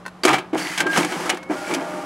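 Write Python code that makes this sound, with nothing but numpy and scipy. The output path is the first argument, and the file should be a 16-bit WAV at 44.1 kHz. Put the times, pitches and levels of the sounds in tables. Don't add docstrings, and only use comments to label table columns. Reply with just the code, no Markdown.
import sys
import numpy as np
from scipy import signal
from scipy.fft import rfft, irfft
from scipy.io import wavfile

SR = 44100
rng = np.random.default_rng(int(sys.argv[2]) if len(sys.argv) > 2 else 0)


def inscribe(sig):
    pcm = np.round(np.clip(np.atleast_2d(sig).T, -1, 1) * 32767)
    wavfile.write(sys.argv[1], SR, pcm.astype(np.int16))


N = 90404
T = np.arange(N) / SR
# frequency in Hz, relative level in dB.
CLACK_SPECTRUM = [(100, -38), (170, -19), (400, -11.5), (800, -4), (1400, -1.5), (2000, -10.5), (3000, -18),
                  (6000, -55)]


def from_db(db):
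    return 10 ** (np.asarray(db) / 20)


def unit_rms(x):
    return x / np.sqrt(np.mean(x ** 2) + 1e-20)


def in_time(rows):
    times, *columns = np.transpose(rows)
    return [np.interp(T, times, column) for column in columns]


def decay(age, t60):
    return np.exp(-np.log(1000) * age / t60)


def high_pass(x, hz, order):
    return signal.sosfilt(signal.butter(order, hz, "high", fs=SR, output="sos"), x)


def colour(x, spectrum):
    hz, db = np.transpose(spectrum)
    bins = np.maximum(np.fft.rfftfreq(N, 1 / SR), 1)
    return irfft(rfft(x) * from_db(np.interp(np.log(bins), np.log(hz), db)), N)


def noise(spectrum, per_s=1000, grain=0):
    contacts = (rng.random(N) < per_s / SR) * rng.standard_normal(N)
    mix = np.sqrt(1 - grain) * rng.standard_normal(N) + np.sqrt(grain) * unit_rms(contacts)
    return unit_rms(high_pass(colour(mix, spectrum), spectrum[0][0], order=2))


def drift(rate_hz):
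    pole = np.exp(-2 * np.pi * rate_hz / SR)
    return unit_rms(signal.lfilter([1], [1, -2 * pole, pole * pole], rng.standard_normal(2 * N))[N:])


def tone(hz, rough):
    phase = 2 * np.pi * np.cumsum(hz) / SR
    rough = np.clip(rough, 0.05, 1)
    flutter_hz = 59 * rough + 0.038 * np.mean(hz) * rough ** 4
    flutter = drift(flutter_hz) * np.sin(phase) + drift(flutter_hz) * np.cos(phase)
    return unit_rms((1 - rough ** 2) * np.sin(phase) + rough * flutter)


def ring(modes, age):
    return sum(from_db(db + rng.standard_normal()) * decay(age, t60) * np.sin(2 * np.pi * hz * age)
               for hz, db, t60 in modes)


def panels(x):
    # centre in Hz, width in Hz, gain in dB.
    resonances = [(296, 103, 5), (367, 26, 7), (407, 120, -6.5), (742, 300, 3), (882, 81, 3.5),
                  (1232, 10, 6.5), (1298, 10, 4.5), (1650, 25, 8), (2240, 88, 3.5), (3130, 440, 4),
                  (3740, 590, -1.5)]
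    for hz, width_hz, db in resonances:
        gain, width = from_db(db / 2), np.pi * width_hz / SR
        tuning = -2 * np.cos(2 * np.pi * hz / SR)
        x = signal.lfilter([1 + width * gain, tuning, 1 - width * gain],
                           [1 + width / gain, tuning, 1 - width / gain], x)
    return x


def fan():
    # frequency in Hz, relative level in dB.
    air_spectrum = [(20, -10), (50, -0.5), (95, 2), (140, 9.5), (300, 5), (600, 3.5), (1200, 2),
                    (2200, -14), (4000, -17), (9000, -43), (16000, -63)]
    hum = tone(hz=np.full(N, 180.8), rough=0.1)
    return from_db(-46.5) * noise(air_spectrum) + from_db(-47.5) * hum


def whines(fade_s=0.012):
    # start and end in seconds, pitch in Hz, glide in Hz, level in dB, roughness from 0 to 1.
    voices = [(0.272, 0.405, 133, 11, -39, 0.28), (0.592, .72, 4570, -20, -40.5, 0.92),
              (0.647, 0.758, 1995, 28, -35.5, 0.7), (1.03, 1.335, 494, -0.5, -42, 0.2),
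              (1.374, 1.505, 2150, 74, -47, 0.03), (1.384, 1.7, 522, 30, -47.5, 0),
              (1.545, 1.724, 1423, -6, -40.5, .45), (1.545, 2.1, 609, 1.5, -37.5, 0.31),
              (1.553, 2.1, 798, -0.5, -41.5, 0.16), (1.548, 2.1, 1400, -0.5, -44.5, 0.34),
              (1.667, 1.77, 2310, -27, -35.5, 0.7), (1.81, 2.03, 915, -6.5, -44.5, 0.27),
              (1.752, 1.82, 264, 7, -31, 0.07), (1.745, 2.07, 1178, 11, -48, 0.65),
              (1.73, 1.89, 680, -6.5, -38.5, 0.22), (1.76, 2.1, 1200, 0.5, -44, 0.5)]
    out = np.zeros(N)
    for start, end, hz, glide_hz, db, rough in voices:
        gate = np.clip(np.minimum(T - start, end - T) / fade_s, 0, 1)
        pitch = hz + np.interp(T, [start, end], [0, glide_hz])
        out += from_db(db) * gate * tone(pitch, rough)
    return out


def transport():
    # frequency in Hz, relative level in dB.
    gear_spectrum = [(80, -18), (120, -21), (170, 5.5), (220, -6.5), (310, 5.5), (480, 0), (750, -3),
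                     (1300, -6), (2300, -16.5), (4000, -36.5), (10000, -62.5)]
    paper_spectrum = [(500, -12), (1100, 7.5), (2000, 10.5), (3300, 1), (5000, 1.5), (8000, -1.5),
                      (10500, -5), (13000, -14), (16000, -22)]
    # time in seconds, level in dB ahead of the panels.
    gear_levels = [(.225, -60), (.26, -31), (.34, -23.5), (.41, -39), (.52, -49), (.55, -24), (.60, -32.5),
                   (.68, -36.5), (.77, -44.5), (.815, -27), (.85, -30), (.94, -35.5), (.99, -22.5),
                   (1.08, -34), (1.15, -28.5), (1.22, -32), (1.33, -27.5), (1.37, -44), (1.49, -43),
                   (1.51, -24), (1.56, -34.5), (1.65, -38), (1.71, -27), (1.80, -28.5), (1.845, -34.5),
                   (2.05, -36)]
    paper_levels = [(.53, -60), (.585, -30), (.66, -32.5), (.77, -33), (.81, -27), (.85, -54), (.90, -37.5),
                    (.98, -22.5), (1.07, -36), (1.12, -33.5), (1.28, -34), (1.335, -44.5), (1.40, -56),
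                    (1.485, -58.5), (1.51, -39.5), (1.66, -37.5), (1.71, -32.5), (1.79, -42.5),
                    (1.9, -41.5), (2.05, -43)]
    gears = from_db(in_time(gear_levels)[0]) * noise(gear_spectrum, per_s=400, grain=0.3)
    sheet = from_db(in_time(paper_levels)[0]) * noise(paper_spectrum, per_s=3100, grain=0.32)
    return panels(gears + sheet)


def latch():
    # start in seconds, ring level in dB, edge level in dB.
    ticks = [(0.0536, -33.5, -52), (.0626, -26, -31), (.0803, -31, -38.5), (1.346, -40, -32),
             (1.372, -32, -32), (1.430, -38, -37.5)]
    # frequency in Hz, relative level in dB, 60 dB decay time in seconds.
    pawl_modes = [(1060, -2, .045), (1514, 0, .04), (1825, -1, .03), (2645, -9.5, 0.041),
                  (4230, -13, 0.039)]
    # frequency in Hz, relative level in dB.
    edge_spectrum = [(500, 11.5), (10000, -8), (16000, -25)]
    out, edge_noise = np.zeros(N), noise(edge_spectrum)
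    for start, ring_db, edge_db in ticks:
        age = np.maximum(T - start, 0)
        edge = from_db(edge_db) * decay(age, t60=0.048) * edge_noise
        out += (T > start) * (from_db(ring_db) * ring(pawl_modes, age) + edge)
    return out


def motor_starts(ramp_hz_per_s=2240, rise_s=0.0078, hold_s=0.016, fall_s=0.0051, overtone_db=-11):
    # start in seconds, first step rate in Hz, level in dB.
    jerks = [(.528, 300, -16), (1.495, 296.3, -18), (.972, 163.5, -17.5)]
    out, rattle = np.zeros(N), from_db(-14.5) * noise(CLACK_SPECTRUM)
    for start, hz, db in jerks:
        age = np.maximum(T - start, 0)
        phase = 2 * np.pi * (hz * age + ramp_hz_per_s * age ** 2 / 2)
        envelope = np.minimum(age / rise_s, 1) * np.exp(-np.maximum(age - hold_s, 0) / fall_s)
        steps = sum(from_db(overtone_db * k) * np.sin((k + 1) * phase) for k in range(3))
        out += from_db(db) * envelope * (steps + rattle * (1 + np.sin(phase)) / 2)
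    return out


def roller_squeal():
    # time in seconds, pitch in Hz, level in dB.
    contour = [(.79, 1585, -46), (.806, 1562, -16), (.83, 1565, -36), (.855, 1590, -37), (.87, 1591, -18),
               (.887, 1618, -24.5), (.907, 1616, -21), (.917, 1618, -27.5), (.936, 1612, -25),
               (.953, 1551, -25.5), (.966, 1640, -23.5), (.975, 1650, -45)]
    hz, db = in_time(contour)
    slipping = (T > contour[0][0]) * (T < contour[-1][0])
    return from_db(db) * slipping * tone(hz, rough=0.18)


def pings():
    # start in seconds, pitch in Hz, level in dB, 60 dB decay time in seconds.
    strikes = [(.235, 4660, -14.5, 0.028), (.275, 2300, -16, 0.048), (.29, 1220, -14, 0.12),
               (.342, 782, -12, .05), (.352, 2317, -22.5, 0.14), (1.297, 2196, -17, 0.062),
               (1.297, 2920, -20, 0.089), (.254, 646, -10.5, 0.044)]
    return sum(ring([mode], np.maximum(T - start, 0)) for start, *mode in strikes)


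def knocks(strike_s=0.00084):
    # start in seconds, levels in dB of body thump, hollow clack, hard crack and treble snap,
    # then the spray's 60 dB decay time in seconds.
    blows = [(0.234, -24, -26, -24, -26.5, 0.14), (0.2502, -12, -17, -16, -14, 0.06),
             (.271, -28, -20, -18, -29, 0.049), (0.279, -24, -13.5, -18, -23, 0.1),
             (0.29, -47, -9.5, -18, -22, 0.023), (0.302, -39, -22, -23.5, -32.5, 0.19),
             (.329, -24, -18, -18.5, -27.5, 0.15), (.342, -29, -15.5, -22, -24, 0.031),
             (0.382, -38, -26, -23, -33, 0.062), (.531, -21.5, -32, -35.5, -46, 0.076),
             (.546, -21, -46, -27, -36, 0.028), (.578, -33, -43, -23, -26, 0.023),
             (0.669, -55, -30, -19.5, -42, 0.017), (0.776, -50, -26, -18.5, -23.5, 0.08),
             (.8025, -58, -15, -13.5, -17, 0.048), (.858, -21.5, -35, -46, -52, 0.045),
             (.8648, -30, -23, -29, -36, 0.07), (.929, -56, -26.5, -25, -44, 0.089),
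             (0.96, -34, -18.5, -21, -27, 0.065), (0.972, -23, -14, -23.5, -19.5, 0.059),
             (.992, -26, -27, -26, -39, 0.061), (1.03, -52, -31, -18.5, -27.5, 0.031),
             (1.0467, -48, -20.5, -22, -19.5, 0.027), (1.12, -37, -27.5, -23.5, -33, 0.056),
             (1.257, -28, -24, -46, -35, 0.091), (1.293, -48, -17, -16, -19, 0.039),
             (1.2985, -43, -19, -12.5, -15, .034), (1.329, -27, -33, -48, -54, 0.036),
             (1.498, -23.5, -28.5, -47, -50, .04), (1.711, -23, -25.5, -25, -53, 0.032),
             (1.737, -55, -33, -23, -23.5, 0.049), (1.745, -47, -39, -20.5, -20, 0.038),
             (1.813, -36.5, -31, -35, -54, 0.02)]
    # frequency in Hz, relative level in dB, 60 dB decay time in seconds.
    housing_modes = [(146, -25, 0.6), (186, -23.5, 0.12), (277, -11.5, 0.19), (311.6, -4.5, 0.32),
                     (360, 5.5, 0.11), (492.5, -1, 0.074), (641.5, -6.5, 0.24)]
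    cover_modes = [(748.4, -10.5, 0.13), (887, -15.5, 0.099), (1100, -21, 0.12), (1183, -8.5, 0.095),
                   (1358, -11, 0.071), (2040, -18, 0.12), (2292, -11.5, 0.13), (2384, -15, 0.052),
                   (2610, -20, 0.075)]
    # frequency in Hz, relative level in dB.
    crack_spectrum = [(700, -31), (1500, -3), (2300, 2), (3100, -4), (4000, -6.5), (8000, -33)]
    snap_spectrum = [(1000, -5), (2500, -13), (4300, -2.5), (7000, -2), (10000, -7.5), (13000, -18),
                     (16000, -44)]
    ringing, clack_power, crack_power, snap_power = np.zeros((4, N))
    for start, thump_db, clack_db, crack_db, snap_db, t60 in blows:
        first = int(start * SR)
        age = T[:min(N - first, SR // 2)]
        span = slice(first, first + len(age))
        rise = (1 - np.exp(-age / strike_s)) ** 2
        direct = decay(age, t60)
        long_tailed = rise * np.hypot(direct, from_db(-18) * decay(age, t60=0.27))
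        short_tailed = rise * np.hypot(direct, from_db(-20) * decay(age, t60=0.12))
        clack_power[span] += (from_db(clack_db) * long_tailed) ** 2
        crack_power[span] += (from_db(crack_db) * long_tailed) ** 2
        snap_power[span] += (from_db(snap_db) * short_tailed) ** 2
        ringing[span] += from_db(thump_db) * rise * ring(housing_modes, age)
        ringing[span] += from_db(clack_db) * rise * ring(cover_modes, age)
    clack = np.sqrt(clack_power) * noise(CLACK_SPECTRUM)
    crack = np.sqrt(crack_power) * noise(crack_spectrum)
    snap = np.sqrt(snap_power) * noise(snap_spectrum, per_s=3000, grain=0.37)
    return ringing + panels(clack + crack + snap)


def scene():
    # frequency in Hz, side against middle in dB.
    pair_width = [(150, -58), (700, -34), (3000, -26.5), (8000, -43), (12000, -43)]
    # frequency in Hz, relative level in dB.
    rumble_spectrum = [(25, 0), (100, -9), (400, -4.5), (3000, -10), (12000, -34)]
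    mechanism = knocks() + pings() + latch() + transport() + motor_starts()
    mechanism = high_pass(mechanism, hz=128.6, order=5)
    mid = mechanism + whines() + roller_squeal() + fan()
    quarter_cycle_shifted = np.imag(signal.hilbert(mid))
    side = colour(quarter_cycle_shifted, pair_width) + from_db(-65) * noise(rumble_spectrum)
    return np.array([mid + side, mid - side])


def record(dry):
    cutoff_hz = 15900
    rounded = 1.334 * np.tanh(dry / 1.277)
    return signal.sosfilt(signal.ellip(12, 0.1, 90, cutoff_hz, fs=SR, output="sos"), rounded)


dry = scene()
out = record(dry)
inscribe(out)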